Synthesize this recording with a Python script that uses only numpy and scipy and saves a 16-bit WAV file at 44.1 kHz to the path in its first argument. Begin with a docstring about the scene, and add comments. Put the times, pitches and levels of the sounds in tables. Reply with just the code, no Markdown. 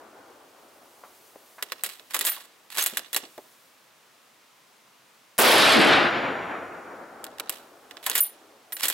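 """First comes the fading roll of a rifle shot, scattered by a snowy pine wood, over a faint hiss of air.
Close by on the right the bolt is worked: a sleeve brushes, the stock knocks, steel parts clack and
slide, and the struck brass case rings. The rifle fires again; the blast rolls back from trunks and a
hillside, duller as it fades because treble is absorbed along the way. A limiter holds the blast flat
for half a second. Then the bolt is worked once more."""
import sys
import numpy as np
from scipy import signal
from scipy.fft import rfft, irfft
from scipy.io import wavfile
from scipy.ndimage import uniform_filter1d

SR = 44100
rng = np.random.default_rng(int(sys.argv[2]) if len(sys.argv) > 2 else 0)


def store_wav(level_fs):
    """Save 16-bit WAV to argv[1]."""
    pcm = np.round(np.clip(np.atleast_2d(level_fs), -1, 1) * 32767)
    wavfile.write(sys.argv[1], SR, pcm.T.astype(np.int16))


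N = 393813
TIME = np.arange(N) / SR
EARLIER_SHOT_S, SHOT_S = -2.11, 5.386  # of the earlier shot only the roll is heard
BODY_SIDE_DB, TICK_SIDE_DB = -8, -15  # stereo width (side minus mid) of full and of bright sounds


def undb(db):
    """Amplitude ratio of a level in decibels."""
    return 10 ** (np.asarray(db) / 20)


def unit(x):
    """Normalisation to an rms of 1."""
    return x / np.sqrt(np.mean(x ** 2))


def fade(t, t60):
    """Exponential decay from t = 0, falling 60 dB in t60 seconds."""
    return (t >= 0) * np.exp(-np.log(1000) * np.maximum(t, 0) / t60)


def pulse(t, rise_s, t60):
    """Exponential decay with a linear onset."""
    return fade(t, t60) * np.clip(t / rise_s, 0, 1)


def add(out, s, x):
    """Superposition of x on out from time s."""
    i = int(s * SR)
    out[..., i:i + x.shape[-1]] += x[..., :max(N - i, 0)]


def at_hz(hz, table, column=1):
    """Interpolation of a spectrum table on a logarithmic frequency axis."""
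    rows = np.array(table)
    return np.interp(np.log(np.maximum(hz, 1)), np.log(rows[:, 0]), rows[:, column])


def colour(x, table, size=2048):
    """Minimum-phase filtering: folding the cepstrum makes the given spectrum causal."""
    gain = undb(at_hz(np.linspace(0, SR / 2, size // 2 + 1), table))
    cepstrum = irfft(np.log(gain))
    cepstrum[1:size // 2] *= 2
    cepstrum[size // 2 + 1:] = 0
    response = irfft(np.exp(rfft(cepstrum)))
    return signal.fftconvolve(x, response[None], axes=1)[:, :x.shape[1]]


def noise(size, side_db):
    """Partly coherent stereo noise: an in-phase part plus a weaker antiphase part."""
    mid, side = rng.standard_normal((2, size))
    return unit(mid + undb(side_db) * np.array([side, -side]))


def pan(x, left_db):
    """Placement by level difference, left minus right."""
    return x * undb(np.array([[1], [-1]]) * left_db / 2)


def band(x, lo_hz, hi_hz, order=2):
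    """Butterworth band-pass filtering."""
    return signal.sosfilt(signal.butter(order, [lo_hz, hi_hz], "band", fs=SR, output="sos"), x)


def walk(rate_hz):
    """Smooth random modulation with an rms of 1."""
    step = int(SR / rate_hz)
    stairs = np.repeat(rng.standard_normal(N // step + 1), step)
    return unit(uniform_filter1d(stairs, step)[:N])


def ring(t, modes):
    """Free vibration: a sum of damped sinusoidal modes."""
    return sum(undb(db) * np.sin(2 * np.pi * hz * t) * fade(t, t60) for hz, db, t60 in modes)


# Echo spectrum of the wood: f/Hz, level/dB, loss on top of the overall decay/(dB/s)
WOOD_SPECTRUM = [(30, -67, 12), (55.5, -47, -6), (85, -15.5, -3), (150, -4, 4.5), (277, -1, -2.5),
                 (480, -2.5, -3.5), (780, 1, -2), (950, -2.5, -2), (1460, 2, 1), (2350, 3.5, 10),
                 (3570, 9, 26), (5020, 4.5, 36), (6000, -7, 37), (11200, 3, 73), (15000, -11, 98)]
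# Stereo width of the echoes: f/Hz, side minus mid level/dB
ECHO_WIDTH = [(60, 1), (110, -28), (200, -34), (380, -16), (700, -10), (1290, -7), (2380, -11), (4400, -35),
              (8120, -39), (15000, -86)]
# Their lean to the left: f/Hz, left minus right level/dB
ECHO_LEAN = [(60, 1.5), (110, 2.4), (200, 1.1), (380, 1.5), (700, 1.8), (1290, 1.6), (2380, 0.0),
             (4400, 0.0), (8120, 0.0), (15000, 0.0)]
def echoes(shot_s, patchy_db=1.27, size=1024):
    """Absorption: later echoes have travelled further and lost more treble."""
    hz, t, (mid, side) = signal.stft(rng.standard_normal((2, N)), SR, nperseg=size)
    side = side * undb(at_hz(hz, ECHO_WIDTH))[:, None]
    lean = pan(np.ones(len(hz)), at_hz(hz, ECHO_LEAN))[..., None]
    field = np.array([mid + side, mid - side]) * lean
    patches = uniform_filter1d(rng.standard_normal(mid.shape), 3, axis=0)
    patches = unit(uniform_filter1d(patches, 4, axis=1))  # interference, in frequency and time
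    loss_db = np.outer(at_hz(hz, WOOD_SPECTRUM, column=2), np.maximum(t - shot_s, 0))
    tone_db = at_hz(hz, WOOD_SPECTRUM)[:, None] - loss_db + patchy_db * patches
    return signal.istft(field * undb(tone_db), SR, nperseg=size)[1][:, :N]


# Denser stands of trees that answer together: delay/s, level over the even roll/dB, T60/s
TREE_STANDS = [(0.269, -27, 0.11), (.41, 15, 0.19), (.52, 7.5, .4)]
def roll(gain_db=22, build_s=0.31, knee_s=0.41, swell_db=1.4, stand_rise_s=0.043):
    """Scattering from countless trunks: the reverberation builds, then decays by a power law."""
    out = np.zeros((2, N))
    for shot_s in (EARLIER_SHOT_S, SHOT_S):
        age = np.maximum(TIME - shot_s, 0)
        build = 1 - np.exp(-age / build_s)  # ever more trunks join in
        decay = (1 + age / knee_s) ** -4
        stands = sum(undb(db) * pulse(age - s, stand_rise_s, t60) for s, db, t60 in TREE_STANDS)
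        out += echoes(shot_s) * build * decay * (1 + stands)
    return out * undb(gain_db + swell_db * walk(22))


# Spectrum of still air and hiss: f/Hz, relative level/dB
AIR_SPECTRUM = [(18, -55), (30, -44), (137, -3.5), (156, -7.5), (230, -2), (341, -4), (709, -1.5),
                (970, 0.5), (1110, 1.5), (1230, 0.5), (1640, -2.5), (2620, -3.5), (15500, -15.5)]
def air(level_db=-58):
    """Stationary broadband noise: quiet woodland air under a steady hiss."""
    return unit(colour(noise(N, side_db=-6), AIR_SPECTRUM)) * undb(level_db)


# Movements of the arm: middle t/s, level/dB, half length/s
ARM_MOVES = [(1.46, -59, 1), (3.38, -59, 0.34), (7.85, -68, 0.39)]
def sleeve(rustle_db=1.2):
    """Friction of cloth: a high hiss swells and sinks with each move of the arm."""
    cloth = unit(band(noise(N, TICK_SIDE_DB), 4700, 19500, order=1))
    arm = sum(undb(db) * np.exp(-((TIME - s) / length) ** 2) for s, db, length in ARM_MOVES)
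    return cloth * arm * undb(rustle_db * walk(22))


# Knocks of hand and bolt handle on the stock: t/s, relative level/dB, f/Hz, T60/s
STOCK_KNOCKS = [(1.035, -45, 850, 0.14), (1.357, -41, 483, 0.04), (1.581, -44, 1100, 0.16),
                (1.721, -33, 1577, 0.038), (2.148, -31, 1250, .1), (2.368, -43.5, 754, .08),
                (2.926, -42, 327, .1), (3.232, -46, 420, 0.15), (3.378, -34.5, 496, 0.071),
                (7.397, -28, 1740, 0.036), (8.066, -30.5, 1160, 0.098)]
def stock(gain_db=3, band_ratio=1.57, contact_s=0.0016, thump_db=-19.5, thump_hz=460, thump_t60=0.15):
    """Damped vibration of wood: the stock answers each knock and each clack with a dull noise burst."""
    out, t = np.zeros((2, N)), np.arange(8192) / SR
    thumps = [(s, body_db + thump_db, thump_hz, thump_t60) for s, body_db, _, _ in STEEL_CLACKS]
    for s, db, hz, t60 in STOCK_KNOCKS + thumps:
        wood = unit(band(noise(len(t), side_db=-25), hz / band_ratio, hz * band_ratio))
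        add(out, s, undb(db + gain_db) * wood * pulse(t, contact_s, t60))
    return out


# Impacts of bolt and cartridge: t/s, relative body level/dB, relative tick level/dB, T60/s
STEEL_CLACKS = [(1.625, -27.5, -25.5, 0.028), (1.72, -27.5, -31, 0.027), (1.8363, -27.5, -15, 0.011),
                (1.841, -33.5, -31, 0.094), (1.862, -34, -28.5, 0.032), (1.996, -41.5, -50, 0.016),
                (2.108, -38, -39.5, 0.018), (2.136, -38, -32, .03), (2.144, -26, -21.5, 0.057),
                (2.165, -29, -26, 0.02), (2.191, -31, -18.5, 0.019), (2.21, -25, -21.5, 0.037),
                (2.25, -31, -19.5, 0.048), (2.268, -28, -22, 0.091), (2.772, -30, -28, .035),
                (2.782, -24.5, -23.5, 0.13), (2.823, -33, -21, 0.049), (2.839, -33, -18.5, .016),
                (2.861, -27, -18, 0.052), (2.971, -26.5, -21.5, 0.042), (2.993, -30, -31, 0.013),
                (3.13, -34.5, -30, 0.073), (3.146, -25, -19, 0.013), (3.163, -23.5, -20.5, 0.053),
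                (3.379, -43, -45, 0.011), (7.2417, -34.5, -30.5, 0.017), (7.266, -41, -42, 0.014),
                (7.384, -40, -44, 0.0092), (7.398, -25.5, -25, 0.014), (7.495, -25, -17, 0.018),
                (7.91, -39, -48, 0.021), (7.969, -36.5, -50, .015), (8.064, -29, -22, 0.048),
                (8.098, -24, -14.5, 0.0096), (8.114, -27, -30, 0.023), (8.153, -28, -23.5, 0.11),
                (8.178, -28, -18.5, 0.055), (8.7224, -36.5, -33, 0.045), (8.767, -35, -31.5, 0.025),
                (8.832, -26.5, -22.5, 0.095), (8.854, -26.5, -22, 0.037), (8.883, -28.5, -16.5, 0.032),
                (8.9, -26, -19, 0.019)]
def clacks(rebound_s=0.007, spread_octaves=0.25, rebound_db=-12):
    """Inelastic impact: each part strikes and rebounds once. Yields (t/s, body gain, tick gain, T60/s)."""
    for s, body_db, tick_db, t60 in STEEL_CLACKS:
        yield s, undb(body_db), undb(tick_db), t60
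        delay = rebound_s * 2 ** (spread_octaves * rng.standard_normal())
        yield s + delay, undb(body_db + rebound_db), undb(tick_db + rebound_db), t60


# Resonances of receiver and barrel: f/Hz, bandwidth/Hz, level against the broad spectrum/dB
RECEIVER_MODES = [(1730, 70, -1), (1920, 60, -1), (2860, 70, -5), (3420, 70, -3), (4040, 60, -7),
                  (7150, 300, -7), (7980, 350, -7), (12700, 200, -6)]
def receiver(force, spectrum, gain_db=-2, wander_db=2):
    """Forced resonance: contacts ring the action, whose modes stand out by turns."""
    response = undb(at_hz(np.linspace(0, SR / 2, 512), spectrum))
    broad = colour(force, spectrum) / np.sqrt(np.mean(response ** 2))
    modes = np.zeros((2, N))
    for hz, width, db in RECEIVER_MODES:
        mode = signal.lfilter(*signal.iirpeak(hz, hz / width, fs=SR), broad)
        modes += undb(db + wander_db * walk(13)) * mode
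    return undb(gain_db) * (broad + modes)


# Spectrum of the action's body: f/Hz, relative level/dB
BODY_SPECTRUM = [(60, -41), (150, -28), (300, -15), (700, -6), (1300, -1), (1800, -1), (2600, 0),
                 (3800, 0.5), (5800, -6.5), (8000, -13.5), (14000, -105)]
# Spectrum of the bright tick of steel contact: f/Hz, relative level/dB
TICK_SPECTRUM = [(100, -78), (2000, -37), (5000, -20), (7500, -2), (10000, -1.5), (12500, 1.5),
                 (14500, -11), (16000, -1.5)]
def bolt(impact_db=4, rattle_db=-21, rasp_body_db=-5, rasp_tick_db=-4, fits_db=4, chatter_db=1):
    """Incoherent addition: fast-dying impacts and a fitful rasp sum in power and drive the receiver."""
    body_power, tick_power = np.zeros((2, N))
    t = np.arange(8192) / SR
    for s, body_gain, tick_gain, t60 in [*clacks(), *catches()]:
        rattle = undb(rattle_db) * fade(t, 3 * t60)
        impact = undb(impact_db) * (fade(t, t60) + rattle)
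        add(body_power, s, (body_gain * impact) ** 2)
        add(tick_power, s, (tick_gain * impact) ** 2)
    rasp = (friction(TIME) + clack_tails()) * unit(undb(fits_db * walk(450)))
    body_power += (undb(rasp_body_db) * rasp) ** 2
    tick_power += (undb(rasp_tick_db) * rasp) ** 2
    chatter = unit(undb(chatter_db * walk(2500)))
    body = receiver(np.sqrt(body_power) * chatter * noise(N, BODY_SIDE_DB), BODY_SPECTRUM)
    tick = receiver(np.sqrt(tick_power) * chatter * noise(N, TICK_SIDE_DB), TICK_SPECTRUM)
    body[1] = np.roll(body[1], 2)  # arrival times differ by two samples
    return pan(body, left_db=-6.5) + pan(tick, left_db=1.5)


# Reflections from nearby trunks: delay/s, relative level/dB
NEAR_TRUNKS = [(0.038, -26.5), (.061, -24.5), (.074, -24.5), (.088, -24)]
def clearing(direct, brush_db=-19, brush_t60=0.7, trunk_t60=0.0054, dull_hz=6500, size=26000):
    """Early reflection and diffusion: near trunks add short smears, the brush behind them a soft tail."""
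    t = np.arange(size) / SR
    trunks = sum(undb(db) * unit(fade(t - s, trunk_t60)) for s, db in NEAR_TRUNKS)
    brush = undb(brush_db) * unit(fade(t, brush_t60))
    response = band(noise(size, side_db=-5) * (trunks + brush) / np.sqrt(size), 100, dull_hz)
    return direct + signal.fftconvolve(direct, response, axes=1)[:, :N]


# Short rasping tails after a clack: t/s, relative level/dB
CLACK_TAILS = [(1.889, -34.5), (7.512, -34.5)]
def clack_tails(t60=0.28):
    """Exponential decay: envelope of a short rasp just after the sharp clack of lifting the handle."""
    return sum(undb(db) * fade(TIME - s, t60) for s, db in CLACK_TAILS)


# Bolt strokes, back and forward in turn: start t/s, fastest t/s, end t/s, relative peak level/dB
BOLT_STROKES = [(2.101, 2.273, 2.463, -33), (2.701, 2.804, 3.03, -32), (8.027, 8.192, 8.215, -29.5),
                (8.785, 8.84, 9.1, -28)]
def friction(t, gather_db=11, slow_db=21):
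    """Friction noise grows with speed: its envelope swells to each stroke's fastest moment, then sinks."""
    envelope = np.zeros(len(t))
    for start, fastest, end, db in BOLT_STROKES:
        speed_db = np.interp(t, [start, fastest, end], [-gather_db, 0, -slow_db])
        envelope += (t > start) * (t < end) * undb(db + speed_db)
    return envelope


def catches(rate_hz=49, over_friction_db=-1.5, scatter_db=2, t60=0.022, count=600):
    """Surface roughness: the sliding bolt catches on edges, giving small impacts at irregular times."""
    times = (np.arange(count) + rng.random(count)) / rate_hz
    gains = friction(times)[:, None] * undb(over_friction_db + scatter_db * rng.standard_normal((count, 2)))
    return [(s, body, tick, t60) for s, (body, tick) in zip(times, gains) if body > 0]


# Strikes on the brass case: t/s, level/dB
CASE_STRIKES = [(2.261, -22.5), (2.297, -22), (8.152, -23), (8.2054, -11), (8.729, -27.5)]
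# Its modes, in close pairs: f/Hz, relative level/dB, T60/s
CASE_MODES = [(9800, -6, .19), (9830, -16, .17), (13535, 0, .15), (13568, -7, .16)]
def brass_case(contact_s=0.00078):
    """Beating: the split modes of the empty case interfere as it chimes."""
    out, t = np.zeros((2, N)), np.arange(SR // 2) / SR
    chime = ring(t, CASE_MODES) * np.minimum(t / contact_s, 1)
    for s, db in CASE_STRIKES:
        add(out, s, undb(db) * chime)
    return out


# Squeals of steel on steel: middle t/s, level/dB, f/Hz, half length/s
STEEL_SQUEALS = [(2.817, -31.5, 6320, 0.016), (3.15, -24.5, 4010, 0.0038), (8.155, -23, 13900, .004)]
def squeals(spread=0.019):
    """Stick-slip friction: one narrow resonance sings for a moment."""
    out = np.zeros(N)
    for s, db, hz, length in STEEL_SQUEALS:
        tone = unit(band(rng.standard_normal(N), hz * (1 - spread), hz * (1 + spread)))
        out += undb(db) * tone * np.exp(-((TIME - s) / length) ** 2)
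    return out


def snap(gain_db=-22, lead_s=0.0056, length_s=0.0042):
    """A broadband transient: a brief snap just ahead of the blast."""
    age = TIME - SHOT_S + lead_s
    gate = (age > 0) * (age < length_s)
    return undb(gain_db) * band(noise(N, TICK_SIDE_DB), 500, 16000, order=3) * gate


# Spectrum of the muzzle blast: f/Hz, relative level/dB
BLAST_SPECTRUM = [(40, -38), (130, -21.5), (280, -5.5), (450, -1.5), (750, -1), (1300, -4), (2500, -7.5),
                  (6000, -17), (14000, -89)]
def muzzle_blast(gain_db=15.5, rise_s=0.0051, t60=0.67):
    """Impulsive noise: the blast rises in milliseconds and decays exponentially."""
    roar = unit(colour(noise(N, side_db=-7), BLAST_SPECTRUM))
    return undb(gain_db) * roar * pulse(TIME - SHOT_S, rise_s, t60)


# The direct crack, then its returns: delay/s, level/dB, T60/s
CRACK_PATHS = [(0, 12.5, 0.32), (.033, 6, 0.12), (.18, -11, .15), (.265, -14.5, 0.34), (.336, -13, 0.075),
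               (.405, -24, .4)]
def crack(crackle_db=4, return_band_hz=(2000, 10000)):
    """Discrete echoes: the shot's bright crack returns from single trunks in a narrower band."""
    direct, *returns = (undb(db) * fade(TIME - SHOT_S - delay, t60) for delay, db, t60 in CRACK_PATHS)
    crackle = unit(colour(noise(N, TICK_SIDE_DB), TICK_SPECTRUM)) * undb(crackle_db * walk(300))
    reflected = crackle * np.linalg.norm(returns, axis=0)  # the returns add in power
    return crackle * direct + band(reflected, *return_band_hz)


# Modes of nearby steel: f/Hz, level/dB, T60/s
STEEL_MODES = [(5755, -47, 3.4), (6896, -47, 3.2), (10020, -56, 3), (14120, -39, 1.6)]
def ringing_steel():
    """Shock excitation: the blast sets lightly damped steel ringing."""
    return ring(TIME - SHOT_S, STEEL_MODES)


# Spectrum of the hillside's echo: f/Hz, relative level/dB
BOOM_SPECTRUM = [(30, -37), (70, -27), (140, -6), (260, 9), (450, 6), (800, -8), (2500, -60)]
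def hillside(gain_db=-5, delay_s=0.344, rise_s=0.054, t60=0.6):
    """Distant reflection: the hillside returns the blast as a late, dull boom."""
    rumble = unit(colour(noise(N, side_db=-4.5), BOOM_SPECTRUM))
    return pan(undb(gain_db) * rumble * pulse(TIME - SHOT_S - delay_s, rise_s, t60), left_db=3)


def scene():
    """Superposition of the roll, the air, the work on the bolt and the shot."""
    background = roll() + air()
    reloading = clearing(sleeve() + stock() + bolt()) + brass_case() + squeals()
    shot = snap() + muzzle_blast() + crack() + ringing_steel() + hillside()
    return background + reloading + shot


def record(dry, ceiling_db=-15, window_s=0.0058, release_s=0.0068, top_hz=15800):
    """Limiting: a fast gain control holds the short-term level under a ceiling; a low-pass cuts the top."""
    power = uniform_filter1d(np.mean(dry ** 2, axis=0), int(window_s * SR))
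    pole = np.exp(-1 / (release_s * SR))
    lagging = signal.lfilter([1 - pole], [1, -pole], power)
    held = np.maximum(power, lagging)  # clamps at once, lets go more slowly
    ceiling = undb(ceiling_db)
    gain = ceiling / np.sqrt(np.maximum(held, ceiling ** 2))
    low_pass = signal.ellip(10, 0.2, 70, top_hz, fs=SR, output="sos")
    return signal.sosfilt(low_pass, dry * gain)


dry = scene()
out = record(dry)
store_wav(out)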